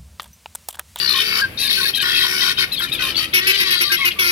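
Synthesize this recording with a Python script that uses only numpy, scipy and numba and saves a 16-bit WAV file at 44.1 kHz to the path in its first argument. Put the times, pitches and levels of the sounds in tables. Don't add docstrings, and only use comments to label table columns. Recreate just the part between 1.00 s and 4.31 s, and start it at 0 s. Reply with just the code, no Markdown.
import sys
import numpy as np
from scipy import signal
from scipy.fft import rfft, irfft
from scipy.io import wavfile
from scipy.ndimage import uniform_filter1d
from numba import njit

SR = 44100
rng = np.random.default_rng(int(sys.argv[2]) if len(sys.argv) > 2 else 0)


def persist_wave(psi):
    counts = np.round(np.clip(psi, -1, 1) * 32767).astype(np.int16)
    wavfile.write(sys.argv[1], SR, np.atleast_2d(counts).T)


def linear_from_db(decibels):
    return 10 ** (np.asarray(decibels, float) / 20)


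N = 145971
BINS_HZ = np.arange(1025) * SR / 2048


def level(x, db):
    return x * linear_from_db(db) / np.sqrt(np.mean(x ** 2))


def curve(table, hz):
    points = np.array(table, float)
    return np.interp(np.log(np.maximum(hz, 1)), np.log(points[:, 0]), points[:, 1])


def causal(x, db):
    cepstrum = irfft(db * np.log(10) / 20)
    cepstrum[1:1024] *= 2
    cepstrum[1025:] = 0
    response = irfft(np.exp(rfft(cepstrum)))
    return signal.fftconvolve(x, response)[:len(x)]


def walk(rate_hz):
    hold = max(int(SR / rate_hz), 1)
    steps = np.repeat(rng.standard_normal(N // hold + 1), hold)[:N + hold]
    return 1.3 * uniform_filter1d(uniform_filter1d(steps, hold), hold)[:N]


def flutter(rate_hz):
    width = max(int(SR / 16 / rate_hz), 1)
    z = rng.standard_normal((48, N // 16 + 2, 2)) @ np.array([1, 1j])
    z = uniform_filter1d(uniform_filter1d(z, width, axis=1), width, axis=1)
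    return z / z.real.std()


# hz [Hz], level_db [dB per Hz]
AIR = [(25, -15), (60, 1.5), (200, 0.5), (500, -7), (900, -16), (2500, -8.5), (6000, -27), (14000, -21.5)]
# start_s (centre) [s], length_s [s], level_db [dB]
GUSTS = [
    (.55, 0.32, 3.5),
    (1.71, .2, 1.5),
    (2.09, 0.23, 5.5),
    (2.79, 0.25, 0),
]


def breeze():
    out = 0
    swing_db = 1.5
    swell = walk(1.7)
    f = np.fft.rfftfreq(N, 1 / SR) + 1
    seconds = np.arange(N) / SR
    gust_db = sum(db * np.exp(-((seconds - s) / length) ** 2) for s, length, db in GUSTS)
    for hz in 25 * 2 ** np.arange(0, 9.6, .5):
        band = linear_from_db(curve(AIR, f)) * np.exp(-(np.log2(f / hz) / 0.35) ** 2)
        mid, side = irfft(rfft(rng.standard_normal((2, N))) * band, N)
        ports = mid + np.clip(hz / 1160, .2, 1) * side * np.array([[1], [-1]])
        out = out + linear_from_db(gust_db * (hz < 1000) + swing_db * (swell + walk(7.9))) * ports
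    return level(out, -37.5)


def peak(f, centre_hz, width_hz):
    return 1 / (1 + (2 * (f - centre_hz) / width_hz) ** 2)


def voice(calls, throb_hz, throb_db, rough, arch, attack_s, beak_db, width_hz, edge_hz, top_db, puff_db,
          root_db=-40, spread_s=0.016, nasal_db=-40, crest=0.2973, fall=1.2, odd_db=0, sweep=0, rasp_s=0):
    ring_s = 0.013
    steady, warble = .65, .003
    swell_db, puff_sag_db = 4.5 - 1, 4.5
    nasal_hz, nasal_width_hz = 5515, 700
    sweep_hz, snap_db = 1000, 14
    rasp_hz, rasp_width_hz, rasp_db, rasp_scatter = 10920, 780, 2, .16

    out = np.zeros(N)
    wobble, drift, air = walk(300), walk(25), rng.standard_normal(N)
    quick, slow = flutter(330), flutter(22).real
    late = rng.uniform(0, 1, (48, 1))
    f = BINS_HZ + 1

    for n, (s, length, db, hz, beak_hz) in enumerate(calls):
        i = int(s * SR) + np.arange(int((length + 5 * ring_s) * SR))
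        i = i[(i >= 0) & (i < N)]
        t = i / SR - s
        rise = np.clip(t / length, 0, 1.3)

        beat = np.cumsum(throb_hz * (1 + 0.061 * drift[i])) / SR
        bend = np.where(rise < crest, (1 - rise / crest) ** 2, fall * (rise - crest))
        pitch = hz * (1 - arch * bend + 0.00376 * wobble[i] + 0.0065 * drift[i])
        pitch = pitch * (1 - warble * throb_db * np.sin(2 * np.pi * beat))
        phase = np.cumsum(pitch) / SR
        k = np.arange(1, int(15800 / hz))[:, None]
        lag = late[k[:, 0]]

        def colour(freq, beak):
            body = 1 + linear_from_db(beak_db) * peak(freq, beak, width_hz)
            body = body + linear_from_db(nasal_db) * peak(freq, nasal_hz, nasal_width_hz)
            slope = linear_from_db(top_db * np.clip(np.log2(freq / 4000), 0, 2))
            return body / np.sqrt(1 + (edge_hz / freq) ** 12) * slope

        opening = beat / 2 % 1
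        gain = colour(k * hz, beak_hz + sweep * sweep_hz * (opening - .5))
        gain = gain * linear_from_db(odd_db * (k % 2)) + linear_from_db(root_db) * (k == 1)
        snap = linear_from_db(-sweep * snap_db * opening ** 4)

        loose = np.where(k > 1, 1, .1) * (1 - steady / (1 + ((k * hz - beak_hz) / hz) ** 4 * 4))
        share = np.clip(rough * loose * (1 + k * hz / 9000), 0, 1)
        rows = np.ix_(k[:, 0], i // 16)
        throb = linear_from_db(throb_db * np.cos(2 * np.pi * (beat + 0.58 * lag)) + swell_db * slow[rows] * loose)
        wait_s = spread_s * np.abs(np.log2(k * hz / beak_hz)) * (k > 1)
        start = np.clip((t - wait_s) / attack_s, 0, 1)
        unsteady = np.sqrt(1 - share) + np.sqrt(share / 2) * quick[rows]
        tones = unsteady * np.exp(2j * np.pi * (k * phase + 0.23 * lag))
        tones = (gain * throb * start * tones.real).sum(0)

        puffs = air[i] * np.exp(-(phase % 1) / 0.18) * linear_from_db(throb_db * np.cos(2 * np.pi * beat))
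        whistle_hz = rasp_hz * (1 + rasp_scatter * (late[-1 - n, 0] - .3))
        hiss = 1 + linear_from_db(rasp_db) * peak(f, whistle_hz, rasp_width_hz)
        hiss = colour(f, beak_hz) * hiss / np.sqrt(1 + (5000 / f) ** 4)
        puffs = level(causal(puffs, 20 * np.log10(hiss + 0.00029)), puff_db)
        if rasp_s:
            rasp = t / rasp_s * np.exp(1 - t / rasp_s)
        else:
            rasp = linear_from_db(-puff_sag_db * rise)

        call = level(tones, 0) + puffs * start[len(k) // 2] * rasp
        out[i] += linear_from_db(db) * call * snap * np.exp(-np.clip(t - length + ring_s, 0, 1) / ring_s * 2)
    return out


# start_s [s], length_s [s], level_db [dB], pitch_hz [Hz], beak_hz (resonance) [Hz]
DEEP = [(-.02, 0.44, -27.5, 372, 1830), (.2, 0.22, -27.5, 442.6, 2400), (.69, .23, -24.5, 370.8, 2570),
        (1.02, 0.52, -23, 369.3, 1530), (1.575, 0.086, -22, 370.8, 1890), (1.8, 0.072, -27, 351, 1410),
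        (1.985, .15, -30, 334, 2600), (2.17, 0.087, -26, 330, 2600)]
MURMUR = [
    (1.9, .4, -38, 335, 1340),
]
ARCH = [
    (2.39, .4, -25, 399, 2020),
]


def deep_bird():
    calls = voice(DEEP, throb_hz=69.47, throb_db=4, rough=.55, arch=.02, attack_s=0.008, beak_db=7.4,
                  width_hz=1230, edge_hz=1220, top_db=-4.5, puff_db=-10, root_db=0.5, spread_s=0.0028,
                  nasal_db=4.5)
    arched = voice(ARCH, throb_hz=69.3, throb_db=2.5, rough=0.36, arch=.075, attack_s=0.0054, beak_db=3.6,
                   width_hz=270, edge_hz=1160, top_db=-10, puff_db=-24, root_db=-3, crest=0.45, fall=2.6)
    murmur = voice(MURMUR, throb_hz=70.6, throb_db=2.6, rough=0.62, arch=.03, attack_s=0.026, beak_db=0,
                   width_hz=500, edge_hz=990, top_db=-9, puff_db=-30, root_db=11)
    return calls + arched + murmur


SLOW = [(-.02, 0.096, -25, 580, 4580), (.065, 0.086, -21.5, 600, 4030), (.13, .11, -22, 609, 3350),
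        (.235, 0.2, -30, 768, 4630), (.34, 0.089, -25, 771, 5030), (1.27, 0.241, -26.5, 762.4, 5600),
        (1.98, .14, -26.5, 622, 2760), (2.17, 0.099, -27.5, 630, 2890)]


def slow_bird():
    return voice(SLOW, throb_hz=63.35, throb_db=6.5, rough=.28, arch=0.0262, attack_s=0.012, beak_db=15.2,
                 width_hz=386, edge_hz=1150, top_db=-7.5, puff_db=-1)


@njit
def walls(x, lags, gain, damp):
    line, soft, out = np.zeros((8, 8192)), np.zeros(8), np.zeros((2, len(x)))
    for i in range(len(x)):
        total = 0.
        for k in range(8):
            soft[k] += (1 - damp) * (gain[k] * line[k, (i - lags[k]) & 8191] - soft[k])
            total += soft[k]
            out[k % 2, i] += soft[k]
        for k in range(8):
            line[k, i & 8191] = x[i] + soft[k] - total / 4
    return out


def echo(x):
    t60_s = 0.27
    lags = rng.integers(700, 2800, 8)
    return linear_from_db(-14) * walls(x, lags, linear_from_db(-60 * lags / SR / t60_s), .2)


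HONKS = [(.135, 0.067, -32, 549, 1100), (.41, 0.054, -18.5, 541, 1590), (.6, 0.13, -37, 546, 1870),
         (.77, 0.048, -25, 516, 1520), (.8, 0.057, -34, 547, 1070), (.973, 0.031, -30.5, 545, 1640),
         (.998, 0.029, -27, 551, 1680), (1.99, 0.061, -32.5, 505, 1500), (2.02, 0.072, -35.5, 545, 1090),
         (2.895, 0.064, -25.5, 535, 1590), (1.796, 0.02, -28.5, 540, 1680), (.64, 0.05, -36, 572, 1680),
         (.845, 0.03, -27.5, 555, 1635), (1.205, .03, -29, 670, 2010), (1.412, 0.026, -25, 664, 1980),
         (1.495, .03, -31, 621, 1860), (1.86, .03, -52, 6100, 6100), (1.99, 0.033, -40, 6050, 6050),
         (2.84, 0.089, -38, 590, 1170), (3.155, 0.039, -41, 590, 1180), (3.235, .09, -38, 469.4, 1410)]
SINKING = [
    (2.98, .085, -33.5, 573, 1120),
    (3.0, .065, -21, 556, 2230),
]


def honking_bird():
    honks = voice(HONKS, throb_hz=60, throb_db=1.5, rough=.08, arch=.04, attack_s=.008, beak_db=30,
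                  width_hz=70, edge_hz=950, top_db=-6, puff_db=-28)
    sinking = voice(SINKING, throb_hz=60, throb_db=2.5, rough=.2, arch=.03, attack_s=.012, beak_db=30,
                    width_hz=70, edge_hz=950, top_db=-6, puff_db=-28, fall=4.5)
    return honks + sinking


SQUAWKS = [(.568, .125, -23, 649, 4120), (.928, 0.0637, -24, 640, 3100), (.985, 0.057, -20.5, 630, 3200),
           (1.712, 0.057, -33, 670, 2680), (1.755, 0.036, -28, 740, 4200), (1.855, 0.058, -33.5, 620, 2480),
           (1.908, 0.063, -28.5, 640, 2710), (1.957, 0.024, -26, 600, 3480), (1.974, .028, -25, 540, 3240),
           (2.112, .025, -24.5, 520, 3080), (2.136, 0.04, -26.5, 580, 3430),
           (2.32, 0.058, -24.5, 652, 3400), (2.525, .045, -20, 620, 3410), (3.1, 0.034, -22.5, 560, 2840)]
CHEKS = [(.618, 0.057, -23.5, 685, 3900), (.94, 0.056, -26.5, 685, 3950), (1.714, 0.048, -25.5, 686, 4030),
         (1.778, .045, -24.5, 571, 3420), (1.816, 0.043, -25, 662, 3950), (1.916, 0.05, -23.5, 645, 3880),
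         (2.015, 0.053, -28, 649, 3850)]
HELD = [
    (2.16, .052, -20, 752, 4350),
]


def chekking_bird():
    cheks = voice(CHEKS, throb_hz=99, throb_db=1.9, rough=.45, arch=.14, attack_s=.005, beak_db=15.4,
                  width_hz=530, edge_hz=2050, top_db=-1, puff_db=-6, spread_s=0.0063, odd_db=-13,
                  rasp_s=0.0088)
    squawks = voice(SQUAWKS, throb_hz=79.5, throb_db=5.5, rough=.7, arch=0.098, attack_s=.014, beak_db=10.3,
                    width_hz=960, edge_hz=2290, top_db=-3.5, puff_db=-6, spread_s=.015)
    held = voice(HELD, throb_hz=87, throb_db=1.7, rough=.45, arch=0.11, attack_s=0.0065, beak_db=14.7,
                 width_hz=590, edge_hz=2300, top_db=-5, puff_db=-7.5, spread_s=0.0068, odd_db=-13, fall=0.081)
    return cheks + squawks + held


TRILL = [
    (.675, .24, -22.5, 632.7, 4190),
]
HIGH = [(1.04, 0.24, -25, 654.3, 3300), (1.14, .12, -23, 641.4, 3840), (1.4, 0.13, -22, 641, 3900),
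        (1.566, 0.08, -22, 633.5, 3750), (2.555, 0.077, -23.5, 647, 4530), (2.64, .19, -23.5, 661.6, 3980),
        (2.83, 0.11, -25, 641, 3900), (2.96, 0.1, -27.5, 652, 3430)]


def high_bird():
    rattles = voice(HIGH, throb_hz=77.7, throb_db=5, rough=.5, arch=0.039, attack_s=0.0067, beak_db=11.2,
                    width_hz=1350, edge_hz=1780, top_db=-6.5, puff_db=-4.5)
    trill = voice(TRILL, throb_hz=78, throb_db=2.5, rough=.4, arch=.02, attack_s=0.0045, beak_db=19,
                  width_hz=540, edge_hz=1900, top_db=-1.5, puff_db=-1, sweep=1)
    return rattles + trill


NEAR = [(2.332, 0.078, -16, 365.8, 2300), (2.465, 0.063, -15.5, 379.3, 2420),
        (2.595, 0.057, -20, 357.7, 2280), (2.7, 0.059, -20.5, 361.8, 2300),
        (2.803, 0.049, -17.5, 356.3, 2240), (2.912, 0.056, -17.5, 358.3, 2200),
        (3.045, 0.057, -17, 362, 2410)]
LAST = [
    (3.186, .15, -18.5, 353.6, 2220),
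]


def nearest_bird():
    chatter = voice(NEAR, throb_hz=79, throb_db=0.5, rough=.55, arch=.04, attack_s=0.0036, beak_db=16.2,
                    width_hz=550, edge_hz=1190, top_db=-1.8, puff_db=-1.2, root_db=3.5, spread_s=0.002,
                    nasal_db=5, rasp_s=0.013)
    last = voice(LAST, throb_hz=75.3, throb_db=0.98, rough=0.39, arch=-.08, attack_s=0.0054, beak_db=20,
                 width_hz=410, edge_hz=1200, top_db=-2.2, puff_db=-1.5, root_db=5, spread_s=0.00067,
                 nasal_db=5.5, crest=0.49, fall=0.505)
    return chatter + last


def placed(x, lag_ms, left_treble_db):
    f = np.fft.rfftfreq(N, 1 / SR)
    shade = linear_from_db(left_treble_db * np.clip((f - 6000) / 3000, 0, 1))
    left = irfft(rfft(x) * shade * np.exp(-2j * np.pi * f * lag_ms / 1000), N)
    return np.array([left, x])


def scene():
    air = breeze()
    honks = honking_bird()
    flock = placed(deep_bird(), 0.209, 1.5)
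    flock = flock + placed(slow_bird(), 0.0049, 3.3)
    flock = flock + placed(honks, 0.15, 2.1)
    flock = flock + placed(chekking_bird(), 0.083, 2.9)
    flock = flock + placed(high_bird(), 0.13, 1.9)
    flock = flock + placed(nearest_bird(), 0.3, -1.6)
    return flock + echo(flock[1] - honks / 2) + air


def low_pass(x):
    return signal.sosfilt(signal.butter(12, 15970, fs=SR, output="sos"), x)


# hz [Hz], level_db [dB]
LEFT_PORT = [(400, -0.5), (1800, 4), (4600, 8.5), (5800, 1.5), (7000, -9.5), (8800, -1.5), (12000, -5.5),
             (15500, -7)]
# hz [Hz], level_db [dB]
RIGHT_PORT = [(400, 0), (2200, 0), (4000, -5), (6200, -24), (8500, -22), (9700, 4.5), (11200, 8.5),
              (15500, -4)]


def record(dry):
    left = causal(dry[0], curve(LEFT_PORT, BINS_HZ))
    right = causal(dry[1], curve(RIGHT_PORT, BINS_HZ))
    x = np.array([left, right])
    x = x + linear_from_db(-52) * rng.standard_normal(x.shape)
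    x = np.tanh(.8 * x) / .8
    mix = signal.sosfilt(signal.ellip(8, .2, 70, 15900, fs=SR, output="sos"), x)
    return low_pass(mix)


dry = scene()
out = record(dry)
persist_wave(out)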